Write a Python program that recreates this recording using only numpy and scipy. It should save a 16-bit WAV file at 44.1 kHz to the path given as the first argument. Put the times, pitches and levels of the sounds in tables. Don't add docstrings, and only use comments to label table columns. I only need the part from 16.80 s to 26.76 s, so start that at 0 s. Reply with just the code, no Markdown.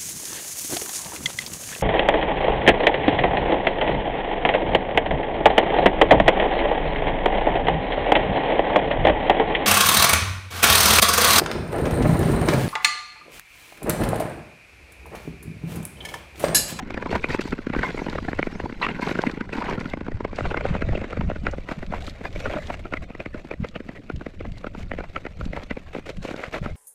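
import sys
import numpy as np
from scipy import signal
from scipy.fft import rfft, irfft
from scipy.io import wavfile
from scipy.ndimage import uniform_filter1d

SR = 44100
rng = np.random.default_rng(int(sys.argv[2]) if len(sys.argv) > 2 else 0)


def materialize(psi):
    bounded = np.clip(np.atleast_2d(psi).T, -1, 1)
    quanta = np.round(bounded * 32767).astype(np.int16)
    wavfile.write(sys.argv[1], SR, quanta)


N = 439236
TIME = np.arange(N) / SR
OPEN_FROM_S = 3.56


def amp(db):
    return 10 ** (np.asarray(db) / 20)


def evened(x):
    return x / np.sqrt(np.mean(x ** 2) + 1e-20)


def shape(points, hz):
    freq_hz, gain_db = np.transpose(points)
    return amp(np.interp(np.log(hz + 1), np.log(freq_hz + 1), gain_db))


def curve(points):
    time_s, value = np.transpose(points)
    return np.interp(TIME, time_s, value)


def add(mix, centre_s, sound):
    start = round(centre_s * SR) - len(sound) // 2
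    sound = sound[max(-start, 0):]
    part = mix[max(start, 0):][:len(sound)]
    part += sound[:len(part)]


def flutter(rate_hz):
    hz = np.fft.rfftfreq(N, 1 / SR)
    slow = rfft(rng.standard_normal(N)) * np.exp(-(hz / rate_hz) ** 2)
    return evened(irfft(slow, N))


def band_rms(spectrum, hz, lo_hz, hi_hz, length_s):
    inside = (hz >= lo_hz) & (hz < hi_hz)
    energy = np.sum(abs(spectrum[inside]) ** 2) / len(hz)
    return np.sqrt(energy / (length_s * SR) + 1e-20)


def bend(hz, delay_ms):
    khz = hz / 1000
    return np.exp(-2j * np.pi * delay_ms * (2 * np.sqrt(khz) - khz))


def resonance(hz, centre_hz, width_hz):
    return 1j * hz * width_hz / (centre_hz ** 2 - hz ** 2 + 1j * hz * width_hz)


def ringing(envelope, centre_hz, width_hz):
    hz = np.fft.rfftfreq(len(envelope), 1 / SR)
    burst = rfft(envelope * rng.standard_normal(len(envelope)))
    return evened(irfft(burst * resonance(hz, centre_hz, width_hz), len(envelope)))


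def crossfade(shore, lake):
    angle = np.pi / 2 * np.clip((TIME - OPEN_FROM_S) * 20 + .5, 0, 1)
    return np.cos(angle) * shore + np.sin(angle) * lake


def turbulence(colour, lo_hz, hi_hz, lumpy_db, lumps_hz):
    hz = np.fft.rfftfreq(N, 1 / SR)
    lumpy = rng.standard_normal(N) * amp(lumpy_db * flutter(lumps_hz))
    spectrum = rfft(lumpy) * shape(colour, hz)
    air = irfft(spectrum / band_rms(spectrum, hz, lo_hz, hi_hz, N / SR), N)
    return air / np.sqrt(uniform_filter1d(evened(air) ** 2, size=6000) + 1e-6)


# time_s, headwind_db, rumble_db
STEADY_LOWS = [(0, -41, -36), (1.2, -43, -54), (2.3, -43.5, -40.5), (3.5, -37, -46.5), (4.2, -40, -43),
               (4.9, -40.5, -61), (6.3, -43, -50), (7.2, -48, -42), (8, -40.5, -53), (9.1, -42.5, -53),
               (9.65, -49.5, -55), (9.96, -32, -44)]
# freq_hz, density_db_per_hz
SHORE_RUMBLE = [(60, -27), (120, -11), (175, 2), (280, -5.5), (430, -12.5), (700, -50), (1500, -67),
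                (4000, -110)]
# freq_hz, density_db_per_hz
LAKE_RUMBLE = [(70, -11), (180, -3), (290, -4), (420, -15.5), (580, -21), (800, -50), (1500, -63),
               (4000, -110)]


def rumble(grind, gain_db=-1.5, grind_share_db=-3.5, lake_gain_db=-3.5):
    time_s, _, rumble_db = np.transpose(STEADY_LOWS)
    steady = amp(np.interp(TIME, time_s, rumble_db))
    level = np.hypot(steady, amp(grind_share_db) * grind)
    shore = turbulence(SHORE_RUMBLE, 130, 450, lumpy_db=5.0, lumps_hz=60)
    lake = turbulence(LAKE_RUMBLE, 130, 400, lumpy_db=8.0, lumps_hz=50)
    return amp(gain_db) * level * crossfade(shore, amp(lake_gain_db) * lake)


# time_s, grinding_db, hiss_db_re_grinding
COASTING = [(0, -40.5, -22.5), (.45, -38.5, -15), (.88, -45.5, -15.5), (1.05, -39, -12), (1.9, -43, -14.5),
            (2.45, -35, -17), (2.65, -45.5, -18), (3.05, -48.5, -16), (3.3, -47.5, -19),
            (3.52, -45.5, -18.5), (3.7, -39.5, -19), (4.349, -37.5, -22.5), (4.6, -46.5, -14.5),
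            (5.4, -45.5, -16), (5.8, -39.5, -12), (6.05, -49, -16), (7.3, -52.5, -14), (9.96, -49.5, -13)]
# start_s, length_s, grinding_db, hiss_db_re_grinding
EDGE_SCRAPES = [(0.302, 0.035, -28.5, -13), (0.332, 0.036, -26.5, -23), (0.483, 0.076, -30.5, -15.5),
                (0.605, 0.011, -34, -0.5), (0.634, 0.079, -42.5, -7.5), (0.955, 0.087, -49, -26),
                (1.006, 0.095, -30.5, -20), (1.063, 0.19, -42, -14), (1.27, 0.087, -39, -25),
                (2.014, .048, -28.5, -24), (2.078, 0.042, -29.5, -26), (2.132, 0.035, -34.5, -35),
                (2.211, 0.11, -29.5, -14), (2.72, 0.091, -32, -18.5), (2.835, 0.12, -28, -23),
                (2.986, 0.14, -37, -17.5), (3.544, 0.16, -38, -14.5), (3.84, 0.069, -30.5, -22.5),
                (3.92, 0.025, -33.5, -30), (4.143, .12, -39, -22), (4.494, 0.017, -29.5, -45),
                (4.647, 0.046, -31, -27), (4.883, 0.05, -34.5, -19), (5.104, 0.074, -37.5, -22),
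                (5.2, 0.073, -41.5, -10), (5.263, 0.043, -44, -4), (5.444, 0.031, -34.5, -14.5),
                (5.548, 0.15, -40, -14), (5.655, .135, -30, -27), (5.817, 0.11, -45, -11.5),
                (5.96, .05, -52, -13), (5.918, .025, -35, -16), (6.12, 0.061, -55, -10),
                (6.217, 0.018, -38.5, -16), (6.282, 0.018, -44, -33), (6.528, 0.065, -40, -24),
                (6.863, 0.016, -43, -14), (7.081, 0.034, -45, -26), (7.147, 0.035, -39.5, -23),
                (7.767, 0.013, -45, -12), (7.97, 0.057, -41, -13.5), (8.105, 0.023, -37, -30),
                (8.355, 0.024, -36, -23), (8.586, 0.093, -43, -17), (8.724, .11, -37, -22.5),
                (9.056, 0.026, -41, -19), (9.127, 0.069, -40, -17), (9.255, 0.052, -35.5, -16.5),
                (9.416, 0.12, -39, -11.5), (9.557, 0.13, -38.5, -17.5), (9.721, 0.064, -31.5, -18),
                (9.825, 0.087, -37.5, -19)]
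BITE_IN_S, LET_GO_S, SAG_DB_PER_S = .007, .0087, -7.5


def pressure():
    time_s, grind_db, hiss_db = np.transpose(COASTING)
    body = amp(np.interp(TIME, time_s, grind_db)) ** 2
    hiss = amp(np.interp(TIME, time_s, grind_db + hiss_db)) ** 2
    for start_s, length_s, level_db, hiss_db in EDGE_SCRAPES:
        t = np.arange(0, length_s + 10 * LET_GO_S, 1 / SR)
        bite_in = np.minimum(t / BITE_IN_S, 1)
        let_go = np.exp(-np.maximum(t - length_s, 0) / LET_GO_S)
        push = bite_in * amp(level_db + SAG_DB_PER_S * t) * let_go
        centre_s = start_s + t[-1] / 2
        add(body, centre_s, push ** 2)
        add(hiss, centre_s, (push * amp(hiss_db)) ** 2)
    return np.sqrt(body), np.sqrt(hiss)


def crackle(per_s, spread_db, cycles, count=14):
    out = np.zeros(N)
    snaps_per_pitch = max(round(per_s * N / SR / count), 1)
    for pitch_hz in np.geomspace(500, 9000, count):
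        snaps = np.zeros(N)
        when, size, sign = rng.random((snaps_per_pitch, 3)).T
        strength = amp(spread_db * np.minimum(-np.log(1 - size), 3))
        snaps[(when * N).astype(int)] = np.sign(sign - .5) * strength
        b, a = signal.iirpeak(pitch_hz, max(cycles, 1), fs=SR)
        out += signal.lfilter(b, a, signal.lfilter(b, a, snaps))
    return evened(out)


def slips(per_s, spread_db, life_s):
    size = amp(spread_db * np.minimum(rng.exponential(1, N), 3))
    starts = size * (rng.random(N) < per_s / SR)
    return evened(signal.lfilter([1], [1, -np.exp(-1 / (life_s * SR))], starts))


def patches(depth_db, size=1024):
    z = signal.stft(rng.standard_normal(N), nperseg=size)[2]
    drift = uniform_filter1d(rng.standard_normal(z.shape), size=4, axis=0)
    drift = uniform_filter1d(drift, size=3, axis=1)
    return evened(signal.istft(z * amp(depth_db * evened(drift)), nperseg=size)[1][:N])


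# freq_hz, gain_db
GRIND_TOP = [(8000, 1.5), (9300, -5), (11200, -8), (12500, -7), (14000, -16), (15500, -31)]


def grinding(colour, grains, steady, patchy_db=7.5, hiss_grain=0.98, hiss_steady=0.47,
             sing=0.11, sing_hz=2640, sing_width_hz=70, delay_ms=1.465):
    hz = np.fft.rfftfreq(N, 1 / SR)
    spurts = rng.standard_normal(N) * slips(per_s=170, spread_db=3.0, life_s=0.0053)
    crush = spurts + steady * patches(patchy_db)
    response = shape(colour, hz) * shape(GRIND_TOP, hz) * bend(hz, delay_ms)
    response = response * (1 + sing * resonance(hz, sing_hz, sing_width_hz))
    high = 1 / (1 + (3600 / (hz + 1)) ** 6)
    body = rfft(crush + grains) * response * (1 - high)
    hiss_noise = crush + hiss_grain * grains + hiss_steady * rng.standard_normal(N)
    hiss = rfft(hiss_noise) * response * high
    body /= band_rms(body, hz, 500, 3200, N / SR)
    hiss /= band_rms(hiss, hz, 4000, 12000, N / SR)
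    return irfft(np.array([body, hiss]), N)


# freq_hz, density_db_per_hz
SHORE_GRIND = [(100, -21), (220, 0), (450, 14.5), (740, 6), (990, 11.5), (1220, 1.5), (1460, 9.5),
               (1750, 4.5), (2120, 7.5), (3400, -10), (4250, -13.5), (5200, -20.5), (8000, -29.5)]
# freq_hz, density_db_per_hz
LAKE_GRIND = [(100, -19), (220, 6), (400, 13.5), (590, 16), (880, 5), (1420, 6), (1770, 4.5), (2300, 5),
              (3200, -9.5), (3900, -14), (5000, -23.5), (7300, -28.5), (8000, -31)]


def blades(grind, hiss_level, body_gain_db=-4.5, hiss_gain_db=-3.5):
    shore_grains = 0.53 * crackle(per_s=900, spread_db=6.5, cycles=2.5)
    lake_grains = 0.35 * crackle(per_s=1100, spread_db=6.0, cycles=3)
    shore = grinding(SHORE_GRIND, shore_grains, steady=0.99)
    lake = grinding(LAKE_GRIND, lake_grains, steady=0.7)
    body, hiss = crossfade(shore, lake)
    return amp(body_gain_db) * grind * body + amp(hiss_gain_db) * hiss_level * hiss


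def swell(peak_s, length_s):
    t = np.arange(-round(length_s * SR), round(length_s * SR) + 1) / SR
    out = np.zeros(N)
    add(out, peak_s, np.cos(np.pi / 2 * t / length_s) ** 2)
    return out


# peak_s, half_height_length_s, level_db
GUST_SWELLS = [(.17, 0.091, -37), (.36, 0.081, -28.5), (.51, 0.086, -32), (.72, 0.053, -33.5),
               (.98, 0.13, -30.5), (1.19, 0.061, -38), (1.36, 0.082, -35), (1.62, 0.9, -37.5),
               (2.9, 0.19, -37), (3.34, 0.052, -27.5), (3.65, 0.13, -27.5), (3.9, 0.18, -28),
               (4.11, 0.17, -24.5), (4.44, 0.14, -24.5), (4.66, 0.28, -31), (5.15, 0.27, -33),
               (5.62, 0.26, -32.5), (5.95, 0.33, -37.5), (6.2, 0.09, -34.5), (6.55, 0.08, -37),
               (6.82, 0.075, -32), (7.0, 0.089, -42), (7.37, 0.074, -32), (7.68, 0.19, -33.5),
               (8.09, .3, -35), (8.66, 0.13, -29.5), (8.77, 0.075, -37), (8.92, 0.063, -37),
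               (9.4, .09, -33.5), (9.85, 0.088, -32.5)]
# freq_hz, density_db_per_hz
GUST_COLOUR = [(8, 0), (25, 1.5), (45, -3.5), (80, -3), (120, -11.5), (200, -21.5), (500, -108),
               (2000, -120)]
# freq_hz, density_db_per_hz
EDDY_COLOUR = [(70, -6), (120, -5), (180, 3), (270, -11.5), (420, -18), (800, -55), (3000, -110)]
# centre_s, level_db, pitch_hz
EDDY_HITS = [(1.022, -31, 220), (1.427, -26.5, 246), (2.116, -26, 192), (2.167, -32, 230),
             (2.538, -26, 285), (2.759, -25, 258), (2.869, -28, 220), (3.913, -18, 158), (3.988, -32, 111),
             (4.082, -19.5, 148), (4.397, -19.5, 178), (4.487, -22, 170), (4.64, -25.5, 205),
             (4.983, -27.5, 177), (5.105, -27.5, 165), (5.649, -39, 100), (6.805, -23.5, 185),
             (6.829, -23, 176), (7.341, -28.5, 134), (7.373, -39, 217), (7.68, -32, 197), (7.719, -30, 131),
             (7.983, -29, 195), (8.019, -33, 110), (8.665, -24.5, 218), (9.387, -26.5, 156),
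             (9.818, -25, 137)]


def wind(gust_gain_db=0.0, upper_gain_db=-11.5, buffet_gain_db=0.5, cycles=0.77):
    time_s, breeze_db, _ = np.transpose(STEADY_LOWS)
    power = amp(np.interp(TIME, time_s, breeze_db)) ** 2
    for peak_s, length_s, level_db in GUST_SWELLS:
        power += (amp(level_db) * swell(peak_s, length_s)) ** 2
    gust = np.sqrt(power)
    out = amp(gust_gain_db) * gust * turbulence(GUST_COLOUR, 14.7, 140, lumpy_db=3.0, lumps_hz=25)
    out += amp(upper_gain_db) * gust * turbulence(EDDY_COLOUR, 150, 450, lumpy_db=4.5, lumps_hz=45)
    t = np.arange(-SR // 20, SR // 20) / SR
    for centre_s, level_db, pitch_hz in EDDY_HITS:
        swing = np.sqrt(2) * np.sin(2 * np.pi * (pitch_hz * t + rng.random()))
        envelope = np.exp(-(pitch_hz * t / cycles) ** 2)
        add(out, centre_s, amp(level_db + buffet_gain_db) * swing * envelope)
    return out


# centre_s, level_db, thud_db_re_level, bite_db_re_level, ring_hz, grit_0_to_1
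BUMP_KNOCKS = [(0.107, -30, -4.5, -7, 2310, 0.7), (0.1445, -36, 5, 0, 2450, 1),
               (0.177, -26, -6, -7.5, 1730, 1), (0.2267, -26.5, -11, -8, 1970, 0.6),
               (0.261, -29.5, 3, -9, 915, 0.8), (0.3288, -24, -6, -9, 800, 0.5),
               (0.3587, -20, -5.5, -16, 1680, 1), (0.444, -25.5, 0.5, 4, 2420, 0.23),
               (0.5069, -37.5, 10, 10, 1900, 0.55), (0.5472, -25, 5.5, -7, 890, 0.6),
               (0.5942, -31.5, 14.5, -1.5, 1740, 0.84), (0.6185, -39.5, -4, 5, 1370, 1),
               (0.6552, -40, 15.5, -4, 1610, 0.85), (0.728, -28, 10, -4, 1360, 0.98),
               (0.7902, -39.5, 15, -1.5, 1440, 0.3), (0.87, -37, 16.5, -1, 1880, 0.34),
               (0.9005, -38, 17, 1, 1500, 0.46), (0.9374, -27, -2, -4, 2160, 0.8),
               (0.9511, -28, -10, -5, 930, 0.4), (0.9644, -31.5, 13, -2, 1510, 1),
               (0.9925, -32, 6, 3.5, 1540, 1), (1.035, -25, -11, 3, 1730, 0.5),
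               (1.105, -34, -7, -5, 2010, 0.9), (1.1466, -33, 5.5, -14, 2030, 0.6),
               (1.1781, -30.5, -3, -4.5, 2150, 0.5), (1.1945, -29.5, -3, -6, 2200, 0.9),
               (1.2191, -30, 6.5, -24, 835, 0.55), (1.2667, -27.5, 1.5, -13, 2990, 0.97),
               (1.2865, -33, 11, -7, 930, 0.45), (1.3317, -30.5, 0, -7, 1100, 0.5),
               (1.3559, -26.5, -3, -11, 2010, 0.9), (1.386, -25.5, -4, -8.5, 1130, 0.86),
               (1.4505, -36.5, 3, -2, 2040, 0.3), (1.4867, -25, 3.5, -9, 1720, 0.6),
               (1.5324, -31, 6, -1.5, 1760, 0.1), (1.5931, -20, 0.5, -8.5, 1950, 1),
               (1.6297, -28.5, 0, 6, 2200, 0.1), (1.6717, -31, 10, -5.5, 2200, 0.6),
               (1.7276, -43, 13, -8, 1560, 0.4), (1.7558, -35.5, 4, -8, 2210, 1),
               (1.8014, -26.5, -6, -9, 1850, 0.33), (1.841, -36, 8, -21, 2070, 0.8),
               (1.8589, -27, 0, -20, 970, 0.7), (1.9263, -47, 20, 6, 2080, 0.14),
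               (2.0295, -35.5, 0, 11, 1910, 0.6), (2.0675, -25, -6, -3, 1240, 0.5),
               (2.0898, -28, -5, -1.5, 2800, 0.75), (2.1957, -27.5, 0, -15, 1530, 0.6),
               (2.2279, -35, 10.5, 3.5, 2130, 0.5), (2.2752, -21.5, -19, -15, 2390, 0.8),
               (2.2947, -27.5, -3, -7, 1720, 0.7), (2.3146, -29, 8.5, -5, 1420, 0.67),
               (2.355, -31.5, 8, -0.5, 1440, 1), (2.391, -23, 6, -6, 1570, 0.73),
               (2.4384, -19, -15, -16, 880, 0.17), (2.4715, -37.5, 22.5, 12, 1940, 0.9),
               (2.4984, -38, 9, 5, 900, 0.35), (2.575, -38, 12.5, -5, 2180, 0.65),
               (2.6112, -34, 12, 4, 1460, 0.6), (2.7311, -36.5, 9, 4, 2580, 0.77),
               (2.785, -29.5, 7, -8, 990, 1), (2.8247, -27, -10, -8.5, 980, 1),
               (2.8907, -28, 1, -16, 970, 1), (2.9135, -31, 2, -6, 2240, 1),
               (2.9278, -30.5, 4, -6, 1560, 0.5), (2.9815, -27, 5.5, -18, 1330, 0.94),
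               (3.0133, -33.5, 3, -3, 2050, 1), (3.0586, -36.5, 13, 0.5, 1420, 0.76),
               (3.138, -26.5, 1.5, -4.5, 2050, 0.46), (3.1742, -38, 10.5, -9, 864, 0.85),
               (3.2112, -37, 12, -5, 885, 0.8), (3.2843, -31.5, 7, -13.5, 860, 0.7),
               (3.3195, -39.5, 7, -3, 1900, 0.9), (3.4068, -29, 3, -14.5, 960, 0.7),
               (3.45, -24.5, 0, -10, 880, 0.7), (3.5317, -32.5, 0.5, -21, 1100, 0.26),
               (3.588, -22.5, -12, -12, 825, 0.4), (3.6087, -27.5, -2, -9, 1350, 0),
               (3.6557, -19.5, -17, -21, 1480, 0.8), (3.7134, -22, -6.5, -19, 1580, 0.7),
               (3.7452, -20.5, -16, -11, 1400, 0.2), (3.7746, -23.5, -4.5, -3.5, 2140, 0.84),
               (3.811, -29.5, -9, -3.5, 950, 0.57), (3.854, -18, -10, -25, 1510, 0.56),
               (3.9519, -26, -2, -10, 930, 0.46), (3.9644, -31, 0, -20, 2470, 0.4),
               (4.0225, -32, 12.5, 4.5, 1510, 0.85), (4.091, -33.5, 7.5, -4, 2040, 0.55),
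               (4.1344, -31, -1, -20, 850, 1), (4.1529, -27, 1, -14, 2700, 0.4),
               (4.1779, -33.5, 6.5, -3.5, 2130, 1), (4.2174, -33, 3, -7.5, 2630, 0.7),
               (4.2434, -34.5, 7, -2, 2010, 0.75), (4.3319, -27, -5, -13, 1390, 0.3),
               (4.3732, -32.5, 6, -9, 2210, 0.65), (4.412, -30, 4, -6, 1020, 0.5),
               (4.5012, -23, -9, -27, 1400, 0.4), (4.5166, -29, 0, -18, 1530, 0),
               (4.562, -36.5, 5, -3, 1530, 0.7), (4.6693, -26.5, -6, 6, 1320, 0.2),
               (4.6868, -34, -1, -6, 1960, 0.2), (4.7363, -26, -9, -28, 1440, 0.43),
               (4.7837, -37.5, 8, -8, 2010, 0.4), (4.89, -36.5, 1, 3.5, 1960, 0.6),
               (4.9165, -32.5, 7, -6, 1260, 0.43), (5.0301, -33, 2.5, -8, 1960, 0.97),
               (5.1258, -27, -8, -15, 2160, 0.43), (5.139, -23.5, -12, -17, 990, 0.5),
               (5.2804, -40, 9, -4, 1280, 0.9), (5.413, -41, 10.5, -7, 2190, 0.64),
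               (5.4559, -24, -29, -8, 1840, 0.5), (5.5609, -34, 1.5, -2.5, 2280, 0.75),
               (5.6597, -23, -15, -7.5, 1380, 0.7), (5.7395, -22, -17, -26, 1500, 0.74),
               (5.7723, -21, -20, -23, 1440, 1), (5.9034, -23.5, -8.5, -12.5, 840, 0.8),
               (5.9431, -39.5, -5, 3.5, 2710, 1), (6.0556, -30, -4, -17, 1370, 1),
               (6.126, -32, 1, -11, 1480, 0.4), (6.1395, -26.5, -1.5, 0, 1370, 0.46),
               (6.1727, -39.5, -6, 9, 2040, 0.46), (6.3043, -38.5, 3, -11, 2550, 1),
               (6.3521, -38.5, 2, -2.5, 2050, 0.5), (6.4042, -33.5, 1.5, -0.5, 2450, 1),
               (6.4617, -38, 10.5, 5, 1990, 0.43), (6.546, -44.5, 20, 4.5, 1400, 0.43),
               (6.6491, -43, 9.5, -12, 2090, 1), (6.714, -26.5, -6, -7.5, 2410, 0.6),
               (6.7387, -37, -2, -3, 1950, 0.24), (6.8478, -28, -5, -8.5, 2080, 0.96),
               (6.9602, -30.5, 0, -6.5, 2840, 0.75), (7.0046, -44.5, 17.5, 3.5, 1540, 0.47),
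               (7.092, -39.5, 11, 0, 1970, 0.5), (7.3013, -30.5, 4.5, -6, 1440, 0.57),
               (7.413, -37, 6.5, -8, 1540, 0.56), (7.4664, -34, 7.5, -4.5, 1920, 0.47),
               (7.6096, -33.5, 1.5, -9.5, 2080, 0.75), (7.6534, -32.5, -5, -13.5, 1980, 0.64),
               (7.8451, -27.5, -6, -15, 1170, 0.35), (7.8698, -36, 8, 2, 1390, 0.65),
               (7.9505, -37.5, 4, -9, 960, 0.44), (8.1173, -27, -13, -3.5, 1890, 0.04),
               (8.1375, -35.5, 4, -5, 2020, 0.5), (8.1873, -32.5, 3, -5, 2030, 0.5),
               (8.207, -32, -6, -6.5, 1440, 0.66), (8.2428, -35, -17, -10, 820, 1),
               (8.3645, -31, -5, 3, 1330, 0.42), (8.4535, -38, 7, -1, 1840, 0.5),
               (8.4674, -33.5, 0.5, -2, 2030, 0.54), (8.6124, -36, 5.5, -0.5, 1330, 0.68),
               (8.7344, -34.5, 2, -0.5, 1980, 0.27), (8.7737, -29, -7, -22, 930, 0.37),
               (8.9112, -32.5, 8.5, 5, 2020, 0.75), (8.9723, -35, 7, -6.5, 2370, 0.94),
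               (9.1514, -30.5, 1, -7.5, 830, 0.5), (9.1648, -35.5, 6, -10, 2190, 0.4),
               (9.186, -41, 12, -11, 2440, 0.5), (9.3026, -39, 6, -6, 2630, 0.9),
               (9.4513, -30, -1, -24, 1070, 0.4), (9.4873, -34, 0, -7, 2940, 0.9),
               (9.5117, -33, 4, -11, 2790, 1.0), (9.5426, -35, 6.5, -9, 1520, 0.5),
               (9.5942, -37.5, 3, -2.5, 2240, 0.8), (9.639, -28, -18, -3.5, 1960, 0.3),
               (9.7432, -27.5, -8, -7, 1440, 0.35), (9.7611, -29.5, -23, -10, 1130, 0.9),
               (9.8617, -30.5, 4.5, -6, 1270, 0.5)]
USUAL_DB = -30
PIMPLE_COUNT, PIMPLE_DB, PIMPLE_SPREAD_DB, PIMPLE_MAX_THUD_DB = 14, -40, 3, 10
PIMPLE_BITE_DB, PIMPLE_HZ, PIMPLE_GRIT = -3, 1900, .5


def bumps():
    faint = []
    for when, size, thud, ring in rng.random((PIMPLE_COUNT, 4)):
        level_db = PIMPLE_DB + PIMPLE_SPREAD_DB * (2 * size - 1)
        ring_hz = PIMPLE_HZ * 2 ** (ring - .5)
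        faint.append((when * OPEN_FROM_S, level_db, PIMPLE_MAX_THUD_DB * thud,
                      PIMPLE_BITE_DB, ring_hz, PIMPLE_GRIT))
    return list(BUMP_KNOCKS) + faint


KNOCK_BAND_EDGES_HZ = [130, 450, 1400, 3200, 10000]
# freq_hz, density_db_per_hz
KNOCK_COLOUR = [(50, -17), (130, 5), (240, 13), (380, 12), (560, 7.5), (800, 2), (1200, 3), (1430, 7.5),
                (1750, 4), (2150, 7), (3300, -9.5), (4300, -14.5), (8000, -33), (15000, -53)]
# freq_hz, gain_db
LAKE_KNOCK = [(180, -2), (400, -0.5), (590, 8), (1000, -1.5), (1350, -0.5), (1750, -3.5), (2900, -4.5)]
TREBLE_DB, TREBLE_DB_PER_BITE_DB, TREBLE_DB_PER_LEVEL_DB, TREBLE_GRIT_DB = -22.4, .54, -.36, 6.4


def knocks(delay_ms=2.346, lead_s=0.0021, trail_s=0.0024, scatter=2.02, ring=2.26, ring_width_hz=230,
           gritty_hz=800, push_top_hz=3300, rub=0.42, rub_s=0.0052, rub_hz=2600, rub_width_hz=700,
           rub_ring=0.6, size=4096):
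    out, hz = np.zeros(N), np.fft.rfftfreq(size, 1 / SR)
    t = (np.arange(size) - size // 2) / SR
    crush = np.exp(np.where(t < 0, t / lead_s, -t / trail_s))
    push = rfft(1. * (t == 0)) / np.sqrt(1 + (hz / push_top_hz) ** 8)
    bands = list(zip(KNOCK_BAND_EDGES_HZ, KNOCK_BAND_EDGES_HZ[1:]))
    centres_hz = [np.sqrt(lo * hi) for lo, hi in bands]
    for centre_s, level_db, thud_db, bite_db, ring_hz, grit in bumps():
        crumbs = crush ** (1 / (.5 + grit)) * rng.standard_normal(size)
        share = np.clip((grit * scatter + 0.27) * hz / np.hypot(hz, gritty_hz), 0, .95)
        wave = np.sqrt(1 - share ** 2) * push + share * rfft(crumbs / np.linalg.norm(crumbs))
        blade_ring = resonance(hz, ring_hz, ring_width_hz)
        ride = np.exp(-abs(t) / rub_s) * rng.standard_normal(size)
        steel = resonance(hz, rub_hz, rub_width_hz) + rub_ring * blade_ring
        wave += 2 * rub * np.sqrt(grit) * rfft(ride / np.linalg.norm(ride)) * steel
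        wave *= shape(KNOCK_COLOUR, hz) * bend(hz, delay_ms * rng.uniform(0.892, 1.1))
        wave *= np.exp(2j * np.pi * rng.random())
        wave *= 1 + ring * blade_ring
        if centre_s > OPEN_FROM_S:
            wave *= shape(LAKE_KNOCK, hz)
        treble_db = TREBLE_DB + TREBLE_DB_PER_BITE_DB * bite_db + TREBLE_GRIT_DB * grit
        treble_db += TREBLE_DB_PER_LEVEL_DB * (level_db - USUAL_DB)
        band_levels_db = level_db + np.array([thud_db, 0, bite_db, treble_db])
        lift_db = []
        for target_db, (lo, hi) in zip(band_levels_db, bands):
            lift_db.append(target_db - 20 * np.log10(band_rms(wave, hz, lo, hi, 0.01)))
        add(out, centre_s, irfft(wave * shape(list(zip(centres_hz, lift_db)), hz)))
    return out


RIDE_S, RIDE_SHORE_DB, RIDE_LAKE_DB, RIDE_DB_PER_FORCE_DB = 0.056, -61, -43, 0.99


def riding():
    power, arch = np.zeros(N), signal.windows.tukey(round(RIDE_S * SR), .8)
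    for centre_s, level_db, _, bite_db, _, grit in BUMP_KNOCKS:
        force_db = 20 * np.log10(np.hypot(amp(level_db), amp(level_db + bite_db))) - USUAL_DB
        base_db = RIDE_LAKE_DB if centre_s > OPEN_FROM_S else RIDE_SHORE_DB
        ride = arch * amp(base_db + RIDE_DB_PER_FORCE_DB * force_db)
        add(power, centre_s, 2 * grit * ride ** 2)
    return np.sqrt(power)


def steel_rasp(ride, gain_db=-11.5, centre_hz=2500, width_hz=990):
    hz = np.fft.rfftfreq(N, 1 / SR)
    spurts = rng.standard_normal(N) * slips(per_s=260, spread_db=9.0, life_s=0.0034)
    rasp = irfft(rfft(spurts) * resonance(hz, centre_hz, width_hz) ** 2, N)
    return amp(gain_db) * ride * evened(rasp)


# centre_s, level_db, pitch_hz
ICE_CHIPS = [(.107, -49, 3400), (.144, -49, 3100), (.315, -44, 3400), (.362, -43.5, 3080),
             (.616, -46, 3800), (.668, -52, 4030), (.709, -47, 3820), (1.299, -43, 4100),
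             (2.419, -39.5, 3750), (2.515, -45, 3940), (2.769, -48, 3700), (2.899, -43, 3210),
             (3.003, -47, 4370), (3.101, -47, 3940), (3.561, -46.5, 4300), (4.714, -49, 6040),
             (5.066, -49.5, 2580), (5.224, -48, 3830), (5.268, -43, 3900), (5.298, -44, 3800),
             (5.529, -51, 3580), (5.872, -45, 3670), (6.888, -48, 3330), (7.363, -49.5, 3300),
             (7.721, -51, 2530), (7.783, -50.5, 4030), (8.655, -47, 3400), (8.836, -47, 3520),
             (9.268, -59, 3410), (9.371, -49, 2420), (9.431, -53, 5500), (9.3, -45, 3900),
             (9.565, -48, 4070), (9.666, -55, 3400), (9.731, -47.5, 3580)]
SPLINTER_COUNT, SPLINTER_DB, SPLINTER_SPREAD_DB = 40, -65.5, 3.5
SPLINTER_HZ, SPLINTER_SPREAD_OCTAVES = 3400, 0.43


def chips(life_s=0.0032, width_hz=1300, top_hz=6000, size=882):
    out = np.zeros(N)
    t = (np.arange(size) - size // 2) / SR + life_s / 2
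    snap = (t > 0) * np.exp(-abs(t) / life_s)
    faint = []
    for strength, pitch in rng.uniform(-1, 1, (SPLINTER_COUNT, 2)):
        level_db = SPLINTER_DB + SPLINTER_SPREAD_DB * strength
        pitch_hz = SPLINTER_HZ * 2 ** (SPLINTER_SPREAD_OCTAVES * pitch)
        faint.append((rng.random() * N / SR, level_db, pitch_hz))
    for centre_s, level_db, pitch_hz in list(ICE_CHIPS) + faint:
        add(out, centre_s, amp(level_db) * ringing(snap, pitch_hz, width_hz))
    return signal.sosfilt(signal.butter(2, top_hz, fs=SR, output="sos"), out)


# start_s, length_s, pitch_hz, level_db
EDGE_SQUEALS = [(0.256, 0.023, 990, -32.5), (0.431, 0.035, 2500, -37), (1.027, 0.03, 980, -27),
                (2.01, 0.046, 1046, -25), (2.019, 0.038, 1920, -31), (2.024, 0.037, 2690, -27),
                (2.016, 0.0093, 3940, -28), (2.771, 0.019, 970, -29), (2.81, 0.029, 945, -29.5),
                (2.879, 0.029, 956, -29.5), (4.145, 0.021, 2700, -35.5), (6.952, 0.014, 2910, -39.5)]


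def squeals(width_hz=65, top_hz=3600):
    out = np.zeros(N)
    for start_s, length_s, pitch_hz, level_db in EDGE_SQUEALS:
        window = signal.windows.tukey(round(length_s * SR), .25)
        tone = window * ringing(window, pitch_hz, width_hz)
        add(out, start_s + length_s / 2, amp(level_db) * tone)
    return signal.sosfilt(signal.butter(2, top_hz, fs=SR, output="sos"), out)


# time_s, gain_db
TOP_END_GAIN = [(0, 0), (3.1, 0), (3.5, -8), (4.4, -8), (4.8, -1), (5.2, 1), (9.9, 1)]


def top_end(ice):
    top = signal.sosfiltfilt(signal.butter(4, 9600, "high", fs=SR, output="sos"), ice)
    return ice + (amp(curve(TOP_END_GAIN)) - 1) * top


def scene():
    grind, hiss_level = pressure()
    ride = riding()
    grind = np.hypot(grind, ride)
    ice = blades(grind, hiss_level) + steel_rasp(ride)
    ice += amp(-0.5) * knocks()
    ice += amp(-1.0) * chips()
    ice += amp(-1.4) * squeals()
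    return (top_end(ice) + rumble(grind) + wind())[None]


def record(dry, edge_hz=15700):
    lowpass = signal.firwin(511, edge_hz, window=("kaiser", 9), fs=SR)
    return signal.oaconvolve(dry, lowpass[None], "same")


dry = scene()
out = record(dry)
materialize(out)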